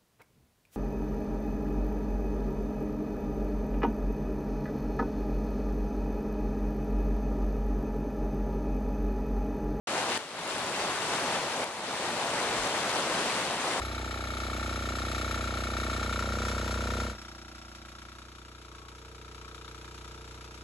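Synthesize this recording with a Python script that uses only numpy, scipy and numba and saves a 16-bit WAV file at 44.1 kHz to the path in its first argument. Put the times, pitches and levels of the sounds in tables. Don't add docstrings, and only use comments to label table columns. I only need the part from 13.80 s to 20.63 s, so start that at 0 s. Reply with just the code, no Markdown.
import sys
import numpy as np
from scipy import signal
from scipy.fft import rfft, irfft, next_fast_len
from scipy.io import wavfile
from scipy.ndimage import uniform_filter1d
from numba import njit

SR = 44100
rng = np.random.default_rng(int(sys.argv[2]) if len(sys.argv) > 2 else 0)


def waveform_to_disk(signal):
    frames = np.transpose(np.atleast_2d(signal))
    scaled = np.clip(frames, -1, 1) * 32767
    samples = np.round(scaled).astype(np.int16)
    wavfile.write(sys.argv[1], SR, samples)


N = 301203

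# t/s, engine level/dB, knock level/dB, how far it has turned/0-1
PASS_NEAR = [(0.0, -39, -41.5, 0.26), (0.4, -39.5, -42.5, 0.27), (0.72, -38, -39.5, 0.37),
             (0.95, -38, -39.5, 0.58), (1.3, -37.5, -40, 0.48), (1.55, -37, -37.5, 0.6),
             (1.9, -37.5, -39.5, 0.58), (2.15, -36.5, -37, 0.65), (2.38, -37.5, -37, 0.93),
             (2.55, -36.5, -38, 0.94), (2.9, -37, -39.5, 1), (3.3, -37, -39, 1)]
PASS_FAR = [(3.3, -49.5, -52.5, 0.05), (3.8, -51, -56.5, 0.053), (4.2, -51, -56, 0.28),
            (4.55, -51.5, -58, 0.57), (4.95, -50.5, -60.5, 0.81), (5.35, -49.5, -61.5, 1),
            (5.58, -48.5, -57.5, 0.92), (5.78, -48.5, -57, 1), (6.1, -47.5, -58.5, 0.89),
            (6.45, -47, -59.5, 0.91), (6.83, -48.5, -61, 0.86)]
# t/s, firing rate/Hz
SPEED_NEAR = [(-0.1771, 30.815), (1.3806, 30.657), (2.4244, 30.909)]
SPEED_FAR = [(3.218, 30.115), (3.7493, 29.773), (4.2867, 30.211), (4.8163, 29.784), (5.0849, 30.315),
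             (5.3488, 30.111)]
# level before the turn/dB, level after/dB
BALANCE_NEAR = [(-2.65, -0.45), (-37, -12.5), (-5.5, -6.5)]
BALANCE_FAR = [(-1.1, -2.2), (-17, -18.5), (-4, -7)]
AIM_NEAR = [(1345, 1364), (0.112, 0.0076), (4.24, 3.6)]
AIM_FAR = [(1350, 1304), (0.114, 0.099), (2.5, 10.7)]
# f/Hz, width/Hz, level before the turn/dB, level after/dB
BLOCK_NEAR = [(1196, 185, -2, -6), (1406, 55, 3.5, 9), (1469, 187, -11, 1.5), (1787, 91, -3, -4),
              (2214, 47, 4, -1.5), (2380, 96, -0.5, -9.5), (3683, 110, -5, -6.5), (3968, 183, -2, -8),
              (5620, 270, -40, -16)]
BLOCK_FAR = [(1267, 77, -3, -11.5), (1598, 190, 0, -1.5), (1950, 70, 3.5, -2), (2380, 290, -4.5, 0.5),
             (3510, 780, -6, -4.5), (5450, 79, 5, -36)]
# t/s, level against the usual flare/dB
HARD_STROKES = [(0.31, 6), (1.512, 5), (2.327, 4.5), (2.393, 6), (2.683, 5.5), (3.195, 3), (3.416, 3),
                (3.681, 2), (3.952, 5.5), (4.85, 1.5), (5.748, 6), (6.045, 2), (6.178, 2), (6.345, -1),
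                (6.512, 3), (6.645, 4), (6.745, 4.5)]
# f/Hz, relative level/dB
COLOUR_STEP_NEAR = [(880, -63), (1500, -18), (1660, -7.5), (1820, -4), (2040, -7.5), (2250, -6), (3000, -7),
                    (3910, -4.5), (5530, -16), (7630, -12), (8470, -30), (8770, -121), (9410, -58),
                    (10000, -20), (11100, -14.5), (12000, -27.5), (15600, -53), (22000, -120)]
COLOUR_OPPOSED_NEAR = [(880, -67), (1500, 16), (1770, 4), (2440, 11.5), (4190, -5), (5730, 8.5),
                       (6300, -16), (7000, -53), (7830, 8), (9490, -42), (10400, 8), (11200, -103),
                       (12000, -82), (15600, -112), (22000, -120)]
COLOUR_STEP_FAR = [(500, -29), (880, -3), (1150, 9), (1500, 8), (1850, 2.5), (2110, 6.5), (2400, 8.5),
                   (3430, 5), (3770, 8.5), (5030, -2.5), (5580, 3.5), (7970, 0.5), (8770, -35), (10500, 0),
                   (12000, -9.5), (15600, -51), (22000, -120)]
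COLOUR_OPPOSED_FAR = [(880, -55), (1500, -1), (2620, -9), (3520, -6), (3940, -8), (5160, -2), (5580, -4.5),
                      (6250, -7), (7000, -29), (7900, -14), (9740, -9), (10400, -37), (12000, -56),
                      (15600, -74), (22000, -120)]
# f/Hz, relative level/dB
CHURN_SPECTRUM = [(20, -45), (36, -16), (48, 5), (150, -2), (185, -3.5), (400, 0), (680, -1), (860, 1.5),
                  (1020, -6), (1350, 1), (1650, -3.5), (2500, -75)]
# multiple of the firing rate, level/dB
EXHAUST_NEAR = [(1, -23), (2, 1.5), (3, -5), (4, -12.5), (5, -15), (6, -41.5), (7, -14), (8, -9), (9, -21),
                (10, -9), (11, -9.5), (12, -17), (13, -11), (14, -18), (15, -24.5), (16, -20), (17, -33),
                (18, -16.5), (19, -21), (20, -13), (21, -12.5), (22, -10.5), (23, -17.5), (24, -18.5),
                (25, -39), (26, -8), (27, -10), (28, -13), (29, -6.5)], [(1, -22), (2, 1.5), (3, -4),
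                (4, -11), (5, -15.5), (6, -17), (7, -6), (8, -9), (9, -18), (10, -14.5), (11, -14),
                (12, -13.5), (13, -24), (14, -18.5), (15, -11.5), (16, -11), (17, -23), (18, -13),
                (19, -14.5), (20, -15.5), (21, -13.5), (22, -23.5), (23, -19), (24, -26), (25, -44),
                (26, -37.5), (27, -46), (28, -32), (29, -38)]
EXHAUST_FAR = [(1, -21), (2, -0.5), (3, -10.5), (4, -11.5), (5, -13.5), (6, -22.5), (7, -8), (8, -10.5),
               (9, -21), (10, -14), (11, -8), (12, -13.5), (13, -34), (14, -32), (15, -29.5), (16, -32),
               (17, -30), (18, -19), (19, -29), (20, -21.5), (21, -14), (22, -32), (23, -16), (24, -29),
               (25, -18), (26, -19), (27, -25), (28, -26), (29, -27)], [(1, -21), (2, -0.5), (3, -9),
               (4, -8.5), (5, -12.5), (6, -21.5), (7, -16.5), (8, -16), (9, -28.5), (10, -14.5), (11, -12),
               (12, -13), (13, -23), (14, -13.5), (15, -9), (16, -16), (17, -28.5), (18, -19), (19, -31.5),
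               (20, -24), (21, -21), (22, -36), (23, -26), (24, -31), (25, -31), (26, -43), (27, -44),
               (28, -53), (29, -35)]
EXHAUST_SIGNS = [1, 1, -1, 1, 1] + [-1] * 24
# middle t/s, half length/s, peak level against the knock/dB
GEAR_SWELLS = [(4.25, 1, -12), (5.014, 0.2, 2), (5.665, 0.16, -7)]

CROSSFADE_S = (3.244, 3.38)
STROKE_SCATTER_DB, KNOCK_FOLLOWS = 2.26, 0.29
BURN_S, BURN_SHARE, REPEAT_SHARE = 0.005, 0.19, 0.65
GLIDE_FADE, FLARE_FADE, VALVE_FADE = 0.052, 0.55, 0.1
COVER_WIDTH_HZ, BRIGHT_HZ = 76, 6500
GEAR_HZ, GEAR_REST_DB = 1107, -15
SHADE_HZ, SHADE_WIDTH_HZ, MONO_HZ, TOP_HZ = 3000, 2200, 197, 11900
ANTIPHASE = np.array([[1], [-1]])


def undb(db):
    return 10 ** (np.asarray(db) / 20)


def unit(x):
    return x / np.sqrt(np.mean(x ** 2))


@njit
def bandpass(x, hz, width):
    y, band, low = np.empty(len(x)), 0., 0.
    for i in range(len(x)):
        g, damping = np.tan(np.pi * hz[i] / SR), width / hz[i]
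        v = (band + g * (x[i] - low)) / (1 + g * (g + damping))
        band, low, y[i] = 2 * v - band, low + 2 * g * v, damping * v
    return y


def resonate(x, hz, width):
    centre = hz * np.ones(N)
    return bandpass(bandpass(x, centre, width), centre, width)


def wander(rate):
    hold = int(SR / rate)
    steps = np.repeat(rng.standard_normal(N // hold + 1), hold)
    return uniform_filter1d(uniform_filter1d(steps, hold), hold)[:N]


def colour(x, spectrum):
    hz, db = np.transpose(spectrum)
    size = next_fast_len(N)
    bins = np.arange(1, size // 2 + 2) * SR / size
    return irfft(rfft(x, size) * undb(np.interp(np.log(bins), np.log(hz), db)), size)[:N]


def mic_pair(x, lag_ms, pan_db=0):
    late = np.interp(np.arange(N) - lag_ms * SR / 1000, np.arange(N), x)
    return np.array([x * undb(pan_db / 2), late * undb(-pan_db / 2)])


def turned(before, after, turn):
    return before + (after - before) * turn


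def firing_times(speed):
    starts, rate = np.transpose(speed)
    edges = np.append(starts, starts[-1] + N / SR)
    fired = np.append(0, np.cumsum(rate * np.diff(edges)))
    return np.interp(np.arange(int(fired[-1])), fired, edges)


def stroke_levels(firing):
    db = STROKE_SCATTER_DB * rng.standard_normal(len(firing))
    for at_s, hard_db in HARD_STROKES:
        if firing[0] < at_s < firing[-1]:
            db[np.argmin(abs(firing - at_s))] = hard_db
    return db


def blows(firing, place, jitter_s, scatter_db):
    cycles = np.arange(len(firing))
    chance = rng.standard_normal((len(cycles), 2))
    at = SR * (np.interp(cycles + place, cycles, firing) + jitter_s * chance[:, 0])
    inside = (at > 0) & (at < N - 2)
    sample, fraction = at[inside].astype(int), at[inside] % 1
    size = undb(scatter_db * chance[inside, 1])
    clicks = np.full(N, 1e-18)
    clicks[sample] += size * (1 - fraction)
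    clicks[sample + 1] += size * fraction
    return clicks


def knock(firing, place, hard_db, turn, ring_hz, cover_db,
          modes, ring_width_hz, ring_gain, cover_hz, slap_db):
    hit = blows(firing, place, jitter_s=.00004, scatter_db=.6) * undb(hard_db)
    hit += undb(slap_db) * blows(firing, place + .255, jitter_s=.0002, scatter_db=2.)
    burn_envelope = signal.lfilter([1], [1, -np.exp(-1 / (BURN_S * SR))], hit)
    fresh = unit(burn_envelope * rng.standard_normal(N))
    pattern = rng.choice([-1., 1.], size=2048) * np.exp(-np.arange(2048) / (BURN_S * SR))
    repeated = unit(signal.fftconvolve(hit, pattern)[:N])
    burn = unit(REPEAT_SHARE * repeated + (1 - REPEAT_SHARE) * fresh)
    push = unit(hit) + BURN_SHARE * burn
    ring = resonate(push, ring_hz, ring_width_hz)
    block = ring_gain * bandpass(ring, ring_hz, ring_width_hz)
    for hz, width, before_db, after_db in modes:
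        ragged = np.clip((hz - 1500) / 2200, 0, 1)
        drive = (1 - ragged) * push + ragged * burn
        block += undb(turned(before_db, after_db, turn)) * resonate(drive, hz, float(width))
    return unit(block) + undb(cover_db) * unit(resonate(push, cover_hz, COVER_WIDTH_HZ))


def flare(cycles, fade, rise):
    phase = cycles % 1
    return np.exp(-phase / fade) * (1 - np.exp(-phase / rise))


def rattle(cycles, stroke_db, turn, colours, opposed_db, burst_db, valve_db, valve_place, bright):
    stroke = np.clip(cycles, 0, len(stroke_db) - 1).astype(int)
    envelope = 1 + undb(burst_db + stroke_db[stroke]) * flare(cycles, FLARE_FADE, rise=0.041)
    envelope += undb(valve_db) * flare(cycles - valve_place, VALVE_FADE, rise=0.027)
    envelope *= undb(.8 * wander(40))
    grains = envelope * undb(1.5 * rng.exponential(size=N))
    in_step, opposed = (unit(colour(grains * rng.standard_normal(N), shape)) for shape in colours)
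    pair = in_step + undb(opposed_db) * opposed * ANTIPHASE
    treble = np.array([bandpass(side, np.full(N, BRIGHT_HZ), 1500.) for side in pair])
    return pair + bright * turn * treble


def churn(cycles, lag_ms, opposed_db=-1.1, opposed_above_hz=670):
    in_step, opposed = (unit(colour(rng.standard_normal(N), CHURN_SPECTRUM)) for _ in range(2))
    opposed = signal.sosfilt(signal.butter(2, opposed_above_hz, "high", fs=SR, output="sos"), opposed)
    throb = 1 + .5 * np.exp(-(cycles % 1) / 1.4)
    return (mic_pair(in_step, lag_ms) + undb(opposed_db) * opposed * ANTIPHASE) * throb


def exhaust(cycles, turn, harmonics, pipe_sign, boom_place, thud_place, pipe_place, pop_place):
    pulse = np.zeros(N)
    slip = .0004 * wander(20)
    for (order, before_db), (_, after_db), sign in zip(*harmonics, EXHAUST_SIGNS):
        place = (boom_place if order <= 5 else thud_place if order <= 9
                 else pipe_place if order <= 12 else pop_place)
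        sign = pipe_sign if 6 <= order <= 12 else sign
        drift = min(.002 * order, .03) * wander(5)
        waver_db = min(.15 * order, 1.2) * wander(9)
        gain = undb(turned(before_db, after_db, turn) + waver_db)
        phase = order * (cycles - place + slip) + drift
        pulse += sign * gain * np.sqrt(2) * np.cos(2 * np.pi * phase)
    return pulse


def gear_whine(t, swells):
    level = undb(GEAR_REST_DB)
    for middle_s, half_s, db in swells:
        offset = np.clip((t - middle_s) / half_s, -1, 1)
        level = level + undb(db) * np.cos(np.pi / 2 * offset) ** 2
    return level * np.sin(2 * np.pi * GEAR_HZ * t)


def tiller(speed, course, balance, aim, knock_place, glide, churn_db, shade, swells,
           knock_tone, rattle_tone, exhaust_tone):
    t = np.arange(N) / SR
    firing = firing_times(speed)
    count = np.arange(len(firing))
    cycles = np.interp(t, firing, count)
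    times, *columns = np.transpose(course)
    engine_db, knock_db, turn = (np.interp(t, times, column) for column in columns)
    exhaust_db, cover_db, rattle_db = (engine_db + turned(*row, turn) for row in balance)
    ring_hz, lag_ms, pan_db = (turned(*row, turn) for row in aim)
    stroke_db = stroke_levels(firing)
    knock_cycles = cycles - knock_place
    hard_db = KNOCK_FOLLOWS * np.interp(knock_cycles, count, stroke_db)
    ring_hz *= 1 + glide * np.exp(-(knock_cycles % 1) / GLIDE_FADE)
    block = knock(firing, knock_place, hard_db, turn, ring_hz, cover_db - knock_db, **knock_tone)
    wash = churn(cycles, lag_ms)
    grit = rattle(knock_cycles + .03, stroke_db, turn, **rattle_tone)
    pulse = exhaust(cycles, turn, **exhaust_tone)
    left, right = (mic_pair(undb(knock_db) * (block + gear_whine(t, swells)), lag_ms, pan_db)
                   + undb(rattle_db) * (grit + undb(churn_db) * wash)
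                   + mic_pair(undb(exhaust_db) * pulse, lag_ms))
    return np.array([left, right - shade * bandpass(right, np.full(N, SHADE_HZ), SHADE_WIDTH_HZ)])


def scene():
    near = tiller(
        SPEED_NEAR, PASS_NEAR, BALANCE_NEAR, AIM_NEAR,
        knock_place=-.035, glide=0, churn_db=-3.5, shade=0.41, swells=[],
        knock_tone=dict(modes=BLOCK_NEAR, ring_width_hz=370., ring_gain=-1.5,
                        cover_hz=970, slap_db=-14.5),
        rattle_tone=dict(colours=(COLOUR_STEP_NEAR, COLOUR_OPPOSED_NEAR), opposed_db=-1.5,
                         burst_db=2, valve_db=3, valve_place=.43, bright=0.54),
        exhaust_tone=dict(harmonics=EXHAUST_NEAR, pipe_sign=-1,
                          boom_place=.575, thud_place=.57, pipe_place=.6, pop_place=.6))
    far = tiller(
        SPEED_FAR, PASS_FAR, BALANCE_FAR, AIM_FAR,
        knock_place=-.06, glide=0.11, churn_db=-7, shade=0.064, swells=GEAR_SWELLS,
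        knock_tone=dict(modes=BLOCK_FAR, ring_width_hz=260., ring_gain=1.8,
                        cover_hz=952, slap_db=-10.5),
        rattle_tone=dict(colours=(COLOUR_STEP_FAR, COLOUR_OPPOSED_FAR), opposed_db=-1,
                         burst_db=6.5, valve_db=6, valve_place=.25, bright=0.05),
        exhaust_tone=dict(harmonics=EXHAUST_FAR, pipe_sign=1,
                          boom_place=.525, thud_place=.326, pipe_place=.326, pop_place=.584))
    far_share = np.interp(np.arange(N) / SR, CROSSFADE_S, (0, 1))
    return near * (1 - far_share) + far * far_share


def record(dry):
    mid, side = (dry[0] + dry[1]) / 2, (dry[0] - dry[1]) / 2
    side = signal.sosfilt(signal.butter(2, MONO_HZ, "high", fs=SR, output="sos"), side)
    top_cut = signal.ellip(10, .2, 80, TOP_HZ, fs=SR, output="sos")
    return signal.sosfilt(top_cut, [mid + side, mid - side])


dry = scene()
out = record(dry)
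waveform_to_disk(out)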